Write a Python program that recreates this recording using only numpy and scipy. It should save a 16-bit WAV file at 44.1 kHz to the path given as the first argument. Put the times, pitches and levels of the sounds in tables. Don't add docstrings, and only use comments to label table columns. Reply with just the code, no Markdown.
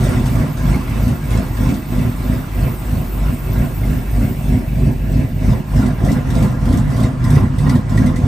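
import sys
import numpy as np
from scipy import signal
from scipy.fft import rfft, irfft, next_fast_len
from scipy.io import wavfile
from scipy.ndimage import uniform_filter1d

SR = 44100
rng = np.random.default_rng(int(sys.argv[2]) if len(sys.argv) > 2 else 0)


def wav_out(sig):
    wavfile.write(sys.argv[1], SR, np.round(np.clip(np.atleast_2d(sig).T, -1, 1) * 32767).astype(np.int16))


N = 364702
FREQS = np.fft.rfftfreq(next_fast_len(N + 8192), 1 / SR)

def amp(db):
    return 10 ** (np.asarray(db) / 20)

def unit(x):
    return x / np.sqrt(np.mean(x ** 2) + 1e-20)

def along(points, hz):
    f, value = np.transpose(points)
    return np.interp(np.log(hz + 1), np.log(f + 1), value)

def curves(rows):
    times, *columns = np.transpose(rows)
    return [np.interp(np.arange(N) / SR, times, column) for column in columns]

def filtered(x, response):
    size = 2 * (len(FREQS) - 1)
    return irfft(rfft(x, size) * response(FREQS), size)[..., :N]

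def ringing(x, centre, width, db):
    f = np.geomspace(10, SR / 2, 1500)[:, None]
    power = ((f * width) ** 2 / ((centre ** 2 - f * f) ** 2 + (f * width) ** 2)) ** 2
    return unit(filtered(x, lambda hz: np.interp(hz, f[:, 0], np.sqrt(power @ amp(2 * db)))))

def rush(patchy_db, spectrum=((20, 0),)):
    real, imag = rng.standard_normal((2, 2, 257, N // 192 + 3))
    patches = uniform_filter1d(rng.standard_normal(real.shape[1:]), size=4, axis=0)
    patches = unit(uniform_filter1d(patches, size=9, axis=1))
    gain = amp(patchy_db * patches + along(spectrum, np.fft.rfftfreq(512, 1 / SR))[:, None])
    return unit(signal.istft((real + 1j * imag) * gain, nperseg=512, noverlap=320)[1][:, :N])

def train(times, sizes):
    heard = (times > 0) & (times < (N - 1) / SR)
    return unit(np.bincount((times[heard] * SR).astype(int), sizes[heard], N))

def pumping(pulses, steady, t60, rise_ms=8):
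    span = int(rise_ms * SR / 2000)
    swell = uniform_filter1d(uniform_filter1d(pulses, span), span)
    bursts = unit(signal.lfilter([1], [1, -amp(-60 / (t60 * SR))], swell))
    return unit(steady + bursts)

# heart in seconds, strength in dB,
# depth of the next lull as a share of the usual, that lull's delay in firings.
SWELLS = [(-.23, 1.5, 0.18, 0), (0.09, -1, 0.34, -0.91), (.390, -1.5, 1.1, -0.48), (0.719, 1, 0.84, -1.1),
          (1.038, -0.5, 1.2, 0.27), (1.353, 1, 1.05, -0.45), (1.671, 1.5, 1.52, 0.23),
          (1.985, -0.5, 0.8, 1), (2.300, -1, 1.14, 0.6), (2.631, 0.5, 1.13, -0.06), (2.934, -1, 0.69, 0.65),
          (3.263, -1, 0.97, -.4), (3.581, 1, 1.1, 0.64), (3.898, -1, 0.76, 1), (4.213, -0.5, 1.04, .4),
          (4.523, 1, 0.92, -0.24), (4.835, -0.5, 0.94, 1), (5.158, -0.5, 1.2, .6), (5.485, 1.5, 1.42, 0.45),
          (5.798, 1, .9, 0.5), (6.097, 0, 0.85, -0.57), (6.403, -0.5, 0.87, .3), (6.740, -0.5, .6, -1.1),
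          (7.015, -1, 1.04, -0.22), (7.337, 1.5, 0.87, 0.2), (7.669, -1.5, 0.92, 0.9), (7.985, 0, 0.51, .6),
          (8.30, -3.5, 1.0, 0)]
# delay in ms, accent in dB.
CYLINDERS = [(0, -0.5), (1, -6.5), (-2, -1.5), (-4, -7), (-5.5, -3), (-6, -2.5), (-2, -1), (-2, -6)]

def firings(surge_ms, jitter_ms, scatter_db):
    count = np.arange(16 * (len(SWELLS) - 1))
    late_ms, accent_db = np.transpose(CYLINDERS)[:, count % 8]
    jitter, scatter = rng.standard_normal((len(count), 2)).T
    early_ms = surge_ms * np.sin(2 * np.pi * count / 16)
    beat = np.interp(count / 16, np.arange(len(SWELLS)), np.transpose(SWELLS)[0])
    times = beat + (late_ms - early_ms + jitter_ms * jitter) / 1000
    return times, amp(accent_db + scatter_db * scatter)

# time in seconds, blend from 0 (a brighter whirr) to 1 (a hollower pipe ring).
TONE_BLEND = [(0, 0.5), (2, 0.33), (3.9, 0.32), (4.3, 0.1), (4.8, 0.3), (5.4, 0.54), (6, 0.8), (8.27, 0.98)]
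LOPE = {"boom": (2, -0.9, 5.5, 16, 13), "throb": (-0.76, 2.2, 7.5, 9, 8.5),
        "bark": (0.76, 3, 8.95, 14.3, 14.6), "rasp": (-1.5, 2.5, 9, 10, 10.5),
        "gear": (0.6, 2, 7.5, 3.5, 8.5), "gas": (-1.4, 1, 8, 4, 14)}

def lope(layer):
    times, strength_db, depth, late = np.transpose(SWELLS)
    start, end, low, bright_db, hollow_db = LOPE[layer]
    hearts = 16 * np.arange(len(times))
    firing = np.interp(np.arange(N) / SR, times, hearts)
    knots = hearts[:, None] + [start, end, low] + late[:, None] * [0, 1, 1]
    sunk = np.interp(firing, knots.ravel(), (depth[:, None] * [0, 0, 1]).ravel())
    lull_db = bright_db + curves(TONE_BLEND)[0] * (hollow_db - bright_db)
    return np.interp(firing, hearts, strength_db) - sunk * lull_db

# time in seconds, then boom, throb, bark, rasp, gear and gas in dB.
FADERS = [(0, -20.5, -16, -21.5, -27, -30, -35.5), (1.2, -15.5, -17, -19.5, -32, -33, -39.5),
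          (1.9, -18.5, -19, -18, -30.5, -34, -40), (2.9, -15.5, -19, -26, -31.5, -34.5, -42.5),
          (4.1, -16.5, -19.5, -22, -30.5, -35.5, -42.5), (5.0, -15, -16.5, -21, -30.5, -36.5, -44.5),
          (5.7, -16, -16, -18, -30.5, -33, -40), (6.3, -17, -13.5, -15.5, -26.5, -29, -37.5),
          (7.3, -18.5, -13, -16.5, -29, -30.5, -39.5), (8.27, -20.5, -12, -15, -26.5, -29.5, -40.5)]

def level(layer):
    return amp(curves(FADERS)[list(LOPE).index(layer)] + lope(layer))

def humming(noise, modes):
    hz, width, bright_db, hollow_db = np.transpose(modes)
    bright, hollow = ringing(noise, hz, width, bright_db), ringing(noise, hz, width, hollow_db)
    blend = curves(TONE_BLEND)[0]
    return (1 - blend) * bright + blend * hollow

# pitch and width in Hz, bright and hollow weights in dB.
RASP = [(334, 46, -5.5, -1), (372.8, 18.5, 2.5, -0.5), (416, 120, -9, -10), (504.6, 27, -8, 0),
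        (554, 81, -8.5, -8.5), (636, 56, -5, -2), (712, 61, -7.5, -6.5)]

def pipe_rasp(pulses):
    return level("rasp") * humming(pumping(pulses, steady=4, t60=.12) * rush(patchy_db=2), RASP)

def yard_echoes(times, sizes, t60, count):
    delays = t60 / 2 * rng.random((2, len(times), count))
    echoes = sizes[:, None] * amp(-60 * delays / t60) * rng.standard_normal(delays.shape)
    return np.array([train(times[:, None] + delay, echo) for delay, echo in zip(delays, echoes)])

# pitch and width in Hz,
# weight in dB.
BOOM = [(47.8, 15.4, 7), (30, 17, -30)]
THROB = [(78, 21.4, -4), (103.3, 26, -5), (118.5, 26.6, -1), (144.9, 18.7, -0.5), (169, 18.5, -9)]
BARK = [(206, 22.8, -1.5), (245.1, 34, 0), (277.7, 17, -6.5)]

def exhaust(times, sizes):
    direct = train(times, sizes) * [[1], [0]]
    echoes = yard_echoes(times, sizes, t60=.25, count=36)
    clear = np.clip(1.01 + lope("boom") / 16, .35, 1)
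    sound = 0
    for layer, modes, echo_db in [("boom", BOOM, -12), ("throb", THROB, -1.5), ("bark", BARK, 3)]:
        drive = (clear * direct + amp(echo_db) * echoes) / np.hypot(clear, amp(echo_db))
        sound += level(layer) * ringing(drive, *np.transpose(modes))
    return sound

# pitch and width in Hz, bright and hollow weights in dB.
GEAR = [(830, 140, 0, 3), (931, 53, 3, 5), (1028, 43, 0.5, 10.5), (1134, 275, -1, 1), (1385, 37, -4.5, 4),
        (1420, 320, -2, -3), (1630, 39, 2.5, 2.5), (1775, 380, -5, -3.5), (1990, 83, -3, -2),
        (2232, 420, -1.5, -7.5), (2609, 66, 2.5, -13.5), (2814, 380, -7, -13)]

def valve_gear(pulses):
    return level("gear") * humming(pumping(pulses, steady=5, t60=.15) * rush(patchy_db=2.5), GEAR)

# time in seconds, level in dB.
INTAKE_FADER = [(0, -44.5), (2.5, -41), (2.75, -38), (4.35, -40.5), (4.7, -43.5), (6.2, -51), (6.5, -55),
                (8.27, -69)]
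# frequency in Hz, EQ in dB.
INTAKE_EQ = [(6000, -33), (7500, -12), (9300, -3.5), (11000, -13.5), (12500, -9.5), (14200, 2), (15300, -8),
             (15900, -8)]

def intake():
    return amp(curves(INTAKE_FADER)[0]) * rush(patchy_db=4.5, spectrum=INTAKE_EQ)

# time in seconds, level in dB.
FAN_FADER = [(0, -33), (3.8, -33.5), (4.6, -37), (8.27, -36)]
# frequency in Hz, EQ in dB.
FAN_EQ = [(120, -31), (200, 5), (250, -3), (436, -19), (660, -16.5), (1290, -22.5), (1660, -31.5),
          (3000, -31.5), (6980, -38.5), (8310, -47), (9000, -44), (11700, -72), (19800, -120)]

def cooling_fan():
    return amp(curves(FAN_FADER)[0]) * rush(patchy_db=1.5, spectrum=FAN_EQ)

# start in seconds, level in dB.
PUFFS = [(0.037, -33.5), (0.2568, -33), (0.5711, -40), (0.8939, -41), (1.0779, -35.5), (1.3045, -36),
         (1.3728, -35), (1.5693, -38), (1.6881, -41), (1.7409, -37), (5.7585, -40), (5.8167, -46),
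         (5.8591, -36), (6.0457, -36), (6.116, -33), (6.303, -36), (6.3515, -37), (6.4248, -34),
         (6.6533, -37.5), (6.6867, -48), (6.7256, -35), (6.772, -36.5), (6.9022, -41), (6.9646, -40),
         (7.0005, -42), (7.0319, -34.5), (7.24, -35), (7.3023, -33), (7.3532, -36), (7.5832, -35.5),
         (7.6936, -31), (7.753, -39), (7.894, -37.5), (7.9733, -35), (8.0606, -35.5), (8.1584, -36)]
# frequency in Hz, EQ in dB.
GAS_EQ = [(2200, -38), (2900, -8), (3400, 2.5), (4000, -1), (5000, -1.5), (5800, -1.5), (7000, -5.5),
          (8600, 0.5), (11000, -7), (14000, -8), (15800, -7)]

def tailpipes(pulses, puff_t60=.21, spit_t60=.034, attack_s=.0012):
    puffs, t = np.zeros(N + SR), np.arange(SR // 5) / SR
    spit = 1 + .59 * amp(-60 * t / spit_t60)
    puff = amp(-60 * t / puff_t60) * spit * (1 - np.exp(-t / attack_s))
    for start, db in PUFFS:
        puffs[round(start * SR):][:len(t)] += amp(db) * puff
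    flow = level("gas") * pumping(pulses, steady=5, t60=.12)
    return np.hypot(flow, puffs[:N]) * rush(patchy_db=3, spectrum=GAS_EQ)

# start in seconds, level in dB, pitch in Hz.
PINGS = [(0.7417, -23.5, 2200), (1.3394, -26, 2140), (1.6212, -30, 2180), (3.5603, -31, 2000),
         (3.8332, -25, 2100), (4.1495, -31, 2000), (6.0861, -21, 2000), (6.3824, -29, 2100),
         (6.7336, -26, 1960), (7.0379, -23, 2020), (7.2459, -29, 1980), (7.3617, -20, 1950),
         (7.5872, -31, 2050), (7.6645, -21, 1910), (7.6944, -19, 1990), (7.7513, -22, 1850),
         (7.9753, -14, 1950), (8.0651, -22, 2060), (8.1618, -23, 2000)]

def tip_pings(t60=.069, attack_s=.0025, waver_rad=.06):
    sound, t = np.zeros(N + SR), np.arange(SR // 5) / SR
    envelope = amp(-60 * t / t60) * (1 - np.exp(-t / attack_s))
    for start, db, hz in PINGS:
        drift = waver_rad * np.cumsum(rng.standard_normal(len(t)))
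        sound[round(start * SR):][:len(t)] += amp(db) * envelope * np.sin(2 * np.pi * hz * t + drift)
    return sound[:N] * [[1], [0]]

# time in seconds, share of the band lost from 0 to 1.
SCOOP = [(0, 0), (4.1, 0), (4.5, .5), (5.5, .5), (5.9, 0), (8.27, 0)]

def passing_cabin(car, centre_hz=1270, width_hz=220):
    band = filtered(car, lambda hz: np.exp(-.5 * ((hz - centre_hz) / width_hz) ** 2))
    return car - curves(SCOOP)[0] * band

# frequency in Hz, then the sides' likeness from 0 to 1 (LIKENESS),
# the left's lead in radians (LEFT_LEAD) or left minus right in dB (LEFT_TILT).
LIKENESS = [(50, 1), (200, 0.91), (500, 0.57), (1800, 0.25), (4000, 0.53), (7000, 0.72), (9000, 1),
            (15000, 1)]
LEFT_LEAD = [(0, 0), (430, -0.1), (3880, 0.5), (8270, -0.2), (9130, -2.6), (10200, -3.8), (10500, -6.2),
             (11600, -6.4), (12100, -9.2), (13000, -9.7), (13800, -12.6), (14400, -12.6), (15200, -15.7),
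             (15700, -15.7)]
LEFT_TILT = [(60, 0), (120, -1.5), (240, -1.0), (480, -2), (950, -2.0), (1890, -3), (3770, 3.5),
             (7520, 0.0), (15000, 0.0)]

def stereo_image(pair):
    spread = np.arccos(along(LIKENESS, FREQS)) / 2
    common, apart = filtered(pair, lambda hz: np.array([np.cos(spread), np.sin(spread)]))
    side = np.array([[.5], [-.5]])
    shade = amp(side * along(LEFT_TILT, FREQS))
    phase = side * np.interp(FREQS, *np.transpose(LEFT_LEAD))
    return filtered(np.array([common + apart, common - apart]), lambda hz: shade * np.exp(1j * phase))

def scene():
    times, sizes = firings(surge_ms=4.84, jitter_ms=.86, scatter_db=1.5)
    pulses = train(times, sizes)
    pipes = pipe_rasp(pulses) + exhaust(times, sizes) + tip_pings() + tailpipes(pulses)
    engine_bay = valve_gear(pulses) + intake() + cooling_fan()
    return stereo_image(passing_cabin(pipes + engine_bay))

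def record(dry):
    soft = dry / (1 + np.abs(dry / 1.05) ** 4) ** (1 / 4)
    return filtered(soft, lambda hz: hz < 15900)

dry = scene()
out = record(dry)
wav_out(out)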